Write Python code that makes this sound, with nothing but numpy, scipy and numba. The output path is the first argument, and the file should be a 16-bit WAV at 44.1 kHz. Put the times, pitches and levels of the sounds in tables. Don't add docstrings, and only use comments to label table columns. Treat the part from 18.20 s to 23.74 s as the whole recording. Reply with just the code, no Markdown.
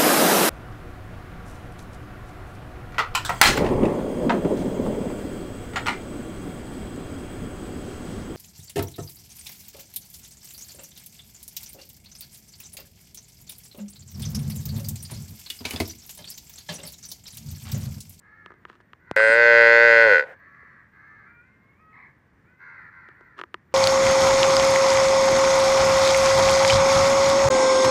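import sys
import numpy as np
from scipy import signal
from scipy.fft import rfft, irfft
from scipy.io import wavfile
from scipy.ndimage import uniform_filter1d, minimum_filter1d, map_coordinates
from numba import njit

SR = 44100
rng = np.random.default_rng(int(sys.argv[2]) if len(sys.argv) > 2 else 0)


def wav_record(signal):
    frames = np.transpose(np.atleast_2d(signal))
    bounded = np.clip(frames, -1, 1)
    quanta = np.round(bounded * 32767).astype(np.int16)
    wavfile.write(sys.argv[1], SR, quanta)


def volts_from_decibels(level):
    exponent = np.asarray(level, float) / 20
    return 10 ** exponent


N = 244314
TIME = np.arange(N) / SR


def level(x, db):
    return x * volts_from_decibels(db) / np.sqrt(np.mean(x ** 2))


@njit
def resonate(x, hz, width):
    y, b, l = np.empty(len(x)), 0., 0.
    for i in range(len(x)):
        g, k = np.tan(np.pi * hz[i] / SR), width / hz[i]
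        v = (b + g * (x[i] + 1e-18 - l)) / (1 + g * (g + k))
        b, l, y[i] = 2 * v - b, l + 2 * g * v, k * v
    return y


def band(x, hz, width):
    return resonate(x, hz + np.zeros(len(x)), float(width))


def modes(x, table):
    return sum((-1) ** k * volts_from_decibels(db) * band(x, hz, w) for k, (hz, w, db) in enumerate(table))


def walk(rate_hz):
    hold = int(SR / rate_hz)
    steps = np.repeat(rng.standard_normal(N // hold + 1), hold)
    return 1.3 * uniform_filter1d(uniform_filter1d(steps, hold), hold)[:N]


def colour(table, hz):
    table_hz, table_db = np.transpose(table)
    return np.interp(np.log(hz), np.log(table_hz), table_db)


def echoes(x, delay_s, t60_s, dull_hz):
    t = np.arange(SR // 2) / SR - delay_s
    decay = np.clip(t / 0.0087, 0, 1) * volts_from_decibels(-60 * np.maximum(t, 0) / t60_s)
    response = rng.standard_normal(len(t)) * decay
    response = signal.lfilter([1], [1, -np.exp(-2 * np.pi * dull_hz / SR)], response)
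    return signal.fftconvolve(x, response / np.sqrt(np.sum(response ** 2)))[:N]


def field():
    # (frequency [Hz], density [dB per Hz])
    air = [(20, -31.5), (40, -15.5), (70, -2), (134, -0.5), (228, -6), (607, -17.5), (825, -21.5),
           (1000, -13.5), (1400, -18.5), (1850, -10.5), (2320, -40.5), (2700, -38.5), (6000, -41.5),
           (16000, -52.5)]
    # (frequency [Hz], width [Hz], level [dB])
    insects = [(9500, 150, -104), (14270, 160, -92.5)]
    out, swell = 0, walk(0.63)
    for hz in 22 * 2 ** np.arange(0, 9.6, 1 / 3):
        noise = band(band(rng.standard_normal(N), hz, hz / 3), hz, hz / 3)
        out = out + volts_from_decibels(colour(air, hz) + 0.66 * swell + 1.2 * walk(23)) * noise
    trills = 0
    for hz, width_hz, db in insects:
        tone = band(band(rng.standard_normal(N), hz, width_hz), hz, width_hz)
        trills = trills + volts_from_decibels(2 * walk(15)) * level(tone, db)
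    return level(out, -60) + trills


def crows():
    # (time [s], length [s], top pitch [Hz], level [dB], hoarseness [0-1])
    caws = [
        (0.021, 0.33, 434, -59, 0.38),
        (0.786, 0.24, 508, -62, 0.4),
        (0.862, 0.15, 488, -54.5, 0.57),
        (2.079, .58, 564.6, -59, .55),
        (2.182, .46, 635, -56, 0.73),
        (2.718, 0.41, 420, -56, 0.57),
        (3.719, 0.16, 1001, -48.5, 0.94),
    ]
    # (time [s], length [s], top pitch [Hz], level [dB], hoarseness [0-1])
    barks = [
        (4.39, .31, 506.7, -48.5, 0.76),
        (4.71, .23, 494, -52.5, 0.67),
        (4.951, 0.24, 492.7, -58.5, 0.59),
    ]
    # (frequency [Hz], level [dB])
    crow_beak = [(500, -26), (700, -19), (900, -11.5), (1250, -2), (1750, 6), (2100, -5), (2500, -22),
                 (3000, -42), (4300, -28.5), (5300, -45.5), (6500, -34)]
    calls = [c + (.08, .45) for c in caws] + [c + (.17, .17) for c in barks]
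    end_loss_db = 5
    out = 0
    for s, length, top_hz, db, hoarse, dip, top in calls:
        gate = np.clip(np.minimum(TIME - s, s + length - TIME) / 0.019, 0, 1)
        along = np.clip((TIME - s) / length, 0, 1) - top
        off = along / max(top, 1 - top)
        hz = top_hz * (1 - dip * np.abs(off) ** 1.5)
        phase = 2 * np.pi * np.cumsum(hz * (1 + .12 * hoarse ** 8 * walk(200))) / SR
        rattle = 2 * np.pi * np.cumsum(85 * (1 + .025 * walk(30))) / SR
        shake = 2.2 * hoarse * np.sin(rattle)
        overtones = range(1, int(6800 / hz.max()))
        stack = sum(volts_from_decibels(colour(crow_beak, k * hz)) * np.sin(k * phase + shake) for k in overtones)
        out = out + gate * volts_from_decibels(db - end_loss_db * off ** 2) * stack * (1 + 0.5 * hoarse * np.cos(rattle))
    return 0.98 * out + volts_from_decibels(-7.0) * echoes(out, 0.011, 0.35, dull_hz=3000)


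def handling():
    # (time [s], peak [dB], low ring [dB re peak], sharp edge [dB re peak])
    finger_ticks = [(0.261, -27, -13.5, -12.5), (0.305, -32, -9.5, -42), (0.319, -34, -11, -27),
                    (0.34, -43, -6, -23), (0.452, -24.5, -16, -17.5), (0.499, -29.5, -11.5, -19),
                    (0.603, -41, -8, -33), (0.733, -29.5, -19.5, -13.5), (1.001, -9.5, -17, -19),
                    (4.888, -35, -8, -18), (5.01, -40.5, -2.5, -47), (5.19, -23, -18, -18),
                    (5.197, -26.5, -8, -16), (5.214, -18.5, -14, -13.5), (5.237, -21, -14, -18),
                    (5.343, -16, -14, -12.5)]
    # (frequency [Hz], width [Hz], level [dB])
    case = [(356, 67, 3.5), (993, 86, -0.5), (1236, 140, 3.5), (1790, 310, -1), (2800, 360, -18),
            (4400, 84, -28), (5420, 220, -50)]
    # (time [s], peak [dB], ring [Hz], width [Hz])
    case_knocks = [
        (0.913, -13.5, 500, 500),
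        (.915, -27.5, 129, 120),
        (1.096, -32.5, 270, 91),
        (2.43, -53, 450, 101),
    ]
    # (time [s], length [s], level [dB])
    brushes = [
        (0.474, 0.046, -51.5),
        (0.517, 0.058, -57),
        (0.601, 0.018, -56),
        (5.166, 0.054, -44),
        (5.517, 0.022, -58),
    ]
    s, db, low_db, edge_db = np.transpose(finger_ticks)
    low, mid, edge = np.zeros((3, N))
    at = (s * SR).astype(int)
    low[at], mid[at], edge[at] = volts_from_decibels(db + low_db), volts_from_decibels(db), volts_from_decibels(db + edge_db)
    ticks = volts_from_decibels(43) * modes(low, case[:1]) - volts_from_decibels(25.0) * modes(mid, case[1:4]) + volts_from_decibels(43) * modes(edge, case[4:])
    ticks = ticks + volts_from_decibels(28.0) * band(edge, 3070, 530) + volts_from_decibels(-1.5) * band(edge, 4800, 3000)
    ticks = band(band(ticks, 1500, 5000), 1500, 5000)

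    knocks = 0
    for s, db, hz, width_hz in case_knocks:
        blow = -1. * (np.arange(N) == int(s * SR))
        ring = band(band(blow, hz, width_hz), hz, 3 * width_hz)
        ring = ring + volts_from_decibels(-25) * band(band(blow, 1100, 1100), 1100, 2000)
        knocks = knocks + volts_from_decibels(db) * ring / np.max(np.abs(ring))

    grains = rng.standard_normal(N) * volts_from_decibels(3.5 * rng.exponential(size=N)) * (rng.random(N) < .15)
    rub = level(modes(grains, case), 0) + level(band(band(grains, 2900, 2300), 1730, 2300), -11.0)
    strokes = sum(volts_from_decibels(db) * np.sin(np.pi * np.clip((TIME - s) / length, 0, 1)) for s, length, db in brushes)
    return ticks + knocks + strokes * rub


def fold_pulses(hz, on, cycles):
    taut_hz, slack_hz = 114, 63
    at_s = np.interp(np.arange(int(cycles[-1])) + 0.048, cycles[on], TIME[on])
    time_chance, size_chance = rng.standard_normal((2, len(at_s)))
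    period_s = 1 / np.interp(at_s, TIME, hz)
    slack = np.clip((taut_hz - 1 / period_s) / (taut_hz - slack_hz), 0, 1)
    jitter = .001 + .05 * slack ** 1.5
    shimmer_db = .25 + 1.5 * slack
    at = (at_s + period_s * jitter * time_chance) * SR
    size = volts_from_decibels(shimmer_db * size_chance) * np.sqrt(period_s * SR)
    taps = at.astype(int)[:, None] + np.arange(-8, 9)
    pulses = np.zeros(N)
    pulses[taps] = size[:, None] * np.sinc(taps - at[:, None]) * np.hanning(19)[1:-1]
    return pulses


def tract(x, tint, stretch):
    parts_hz = [1250, 1700, 2950, 7400, 10000]
    # (frequency [Hz], level [dB])
    slope = [(100, -53.5), (250, -55.5), (800, -29.5), (1800, -32.5), (3000, -44.5), (5500, -59),
             (8000, -76.5), (11000, -83.5), (16000, -77.5)]
    # (frequency [Hz], width [Hz], level
    # [dB])
    tract_modes = [(539.5, 48, 50), (740.3, 45, -17.5), (1224, 110, -21.5), (1526.3, 24, 19), (2014, 130, 20.5),
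                   (2382, 69, -12), (2467, 72, 18), (2750, 50, 13.5), (2904, 320, -34), (3170, 46, 26),
                   (3566, 240, 13), (4278, 330, 14.5), (4870, 450, 24.5), (6220, 50, 13), (6990, 30, 17.5),
                   (8050, 250, -1), (8460, 700, 18), (10700, 590, 14), (12100, 50, 13.5), (14360, 200, 16.5),
                   (230, 160, -12), (687, 30, -9), (860, 150, -8.5)]
    hz = np.maximum(np.fft.rfftfreq(8192, 1 / SR), 1)
    db = colour(slope, hz)
    for centre_hz, width_hz, top_db in tract_modes:
        moved_hz = centre_hz * stretch ** min(1, 600 / centre_hz)
        away = (2 * (hz - moved_hz) / max(width_hz, centre_hz / 45)) ** 2
        db = db + np.sign(top_db) * 10 * np.log10((away + volts_from_decibels(2 * abs(top_db))) / (away + 1))
    cepstrum = irfft(np.log(volts_from_decibels(db + colour(tint, hz))))
    cepstrum[1:4096] *= 2
    cepstrum[4097:] = 0
    response = irfft(np.exp(rfft(cepstrum)))
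    sound = rfft(signal.fftconvolve(x, response)[:N])
    bins_hz = np.fft.rfftfreq(N, 1 / SR)
    above = [1 / (1 + np.exp((edge_hz - bins_hz) / 30)) for edge_hz in parts_hz]
    parts = [irfft(sound * (a - b), N) for a, b in zip([1] + above, above + [0])]
    flutter, flutter_s = .62, .0027
    again = np.r_[-flutter, np.zeros(int(flutter_s * SR)), 1]
    return np.array(parts[:3] + [signal.lfilter(again, again[::-1], part) for part in parts[3:]])


def snort():
    # (frequency [Hz], width [Hz], level [dB])
    snort_modes = [(520, 125, 5), (850, 330, -5), (1470, 180, 4.5), (1980, 400, -1), (3600, 1760, -24.5)]
    start_s, length_s = 2.03, .12
    swell = np.sqrt(np.sin(np.pi * np.clip((TIME - start_s) / length_s, 0, 1)) + 1e-12)
    return swell * level(modes(rng.standard_normal(N), snort_modes), -44)


def calf():
    # (time [s], pulse rate [Hz], throat level [dB], effort [dB])
    moo = [
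        (0.963, 107.8, -22, 1.5),
        (1.191, 117.8, -18.5, 0.5),
        (1.389, 116.2, -16, 1),
        (1.655, 117.2, -16.5, 1),
        (1.823, 114.5, -18, 2),
        (1.868, 110.7, -15, -4),
        (1.93, 97.55, -18.5, 1),
        (1.997, 71.07, -25.5, 3.5),
        (2.06, 62.3, -40.5, -7.5),
    ]
    # (level at rest [dB re throat], slope [dB per dB of effort])
    brighten = [(0.5, 1.16), (-1.5, 1.06), (-20.5, 0.95)]
    # (frequency [Hz], level [dB re pulses])
    hiss = [(40, -22), (170, -6), (300, -14), (500, -34), (800, -24), (2000, -33), (4000, -17), (6000, -6),
            (9000, -3), (15000, 0)]
    moo_s, *columns = np.transpose(moo)
    start_s, end_s = moo_s[0], moo_s[-1]
    hz, throat_db, effort_db = [np.interp(TIME, moo_s, column) for column in columns]
    throat_db = throat_db + 3 * np.exp(-np.abs(TIME - start_s) / .012)
    mouth_db, lips_db, teeth_db = (rest_db + slope * effort_db for rest_db, slope in brighten)
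    hz = hz * (1 + .0035 * walk(22))
    on = (TIME >= start_s - .016) & (TIME < end_s)
    cycles = np.cumsum(hz * on) / SR
    pulses = fold_pulses(hz, on, cycles)
    puff = 2 * rng.standard_normal(N) * on * np.exp(-(cycles % 1) / 3.6)

    closed, opened = (tract(pulses, [(1, 0)], stretch) + tract(puff, hiss, stretch) for stretch in (.93, 1.02))
    jaw_open, jaw_shuts_s, jaw_takes_s = 0.55, 1.8, 0.16
    jaw = np.clip(jaw_open * np.minimum(1, 1 - (TIME - jaw_shuts_s) / jaw_takes_s), 0, 1)
    parts = (1 - jaw) * closed + jaw * opened
    parts = parts / np.sqrt(np.mean(parts[:, on] ** 2, axis=1))[:, None]
    detour = np.arange(N) - SR * (.0011 + .00012 * walk(4))
    parts[3:] += [.28 * map_coordinates(part, [detour], order=3) for part in parts[3:]]

    shut_s, fade_s, first_db, swell_db_per_s, left_db = 1.13, .06, -12, 34.5, -24
    last_db = first_db + swell_db_per_s * (shut_s - start_s)
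    whistle_db = np.interp(TIME, [start_s, shut_s, shut_s + fade_s], [first_db, last_db, left_db])
    part_db = np.array([0 * hz, mouth_db, lips_db, teeth_db, teeth_db + whistle_db, teeth_db - 32])
    voice = np.sum(parts * volts_from_decibels(throat_db + part_db), axis=0)
    voice = voice * (TIME >= start_s) + snort()

    to_trees = band(band(voice, 900, 500), 900, 500) + .15 * band(voice, 2200, 900)
    near = volts_from_decibels(-21) * echoes(to_trees, .1, .07, dull_hz=4000)
    return voice + near + volts_from_decibels(-43) * echoes(voice, .03, .2, dull_hz=3000)


def cock():
    # (time [s], length [s], pitch [Hz], climb [Hz per s], level [dB])
    crow_notes = [
        (3.05, .14, 464, 88, -60),
        (3.23, 0.08, 505, 299, -64.5),
        (3.36, 0.18, 520, 170.5, -66),
        (3.58, 0.19, 636, -1, -62.5),
        (4.26, 0.18, 485, 259.5, -67),
    ]
    # (frequency [Hz], level [dB])
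    cock_beak = [(950, -18), (1280, 0.5), (1500, 3), (1700, -16), (1900, -7), (2150, 0), (2500, -8),
                 (2750, -30)]
    scoop, slur_s, glide_s, edge_s = 0.16, .06, 0.063, 0.053
    hz, gain = np.zeros((2, N))
    for s, length, note_hz, climb, db in crow_notes[::-1]:
        hz[TIME < s] = note_hz * (1 - scoop)
    for s, length, note_hz, climb, db in crow_notes:
        held = (TIME >= s) & (TIME < s + length + slur_s)
        hz[held] = note_hz + climb * np.minimum(TIME[held] - s, length)
        gain[held & (TIME < s + length + slur_s / 2)] = volts_from_decibels(db)
    hz = np.where(hz > 0, hz, note_hz)
    hz = np.maximum(uniform_filter1d(hz, int(glide_s * SR)), 100)
    phase = 2 * np.pi * np.cumsum(hz) / SR
    stack = 0
    for k in range(2, 6):
        stack = stack + np.sqrt(2) * volts_from_decibels(colour(cock_beak, k * hz) + 1.34 * walk(30)) * np.sin(k * phase)
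    out = uniform_filter1d(gain, int(edge_s * SR)) * stack
    return out + volts_from_decibels(-9.5) * echoes(out, 0.0079, 0.58, dull_hz=3020)


def scene():
    return (field() + crows() + handling() + calf() + cock())[None, :]


def top_cut(x):
    return signal.sosfilt(signal.butter(12, 16510, fs=SR, output="sos"), x)


def record(dry):
    gain = minimum_filter1d(np.minimum(1, .87 / (np.abs(dry) + 1e-9)), 800)
    limited = dry * uniform_filter1d(gain, 800)
    low_pass = signal.ellip(8, .2, 60, 15800, fs=SR, output="sos")
    return top_cut(signal.sosfilt(low_pass, limited))


dry = scene()
out = record(dry)
wav_record(out)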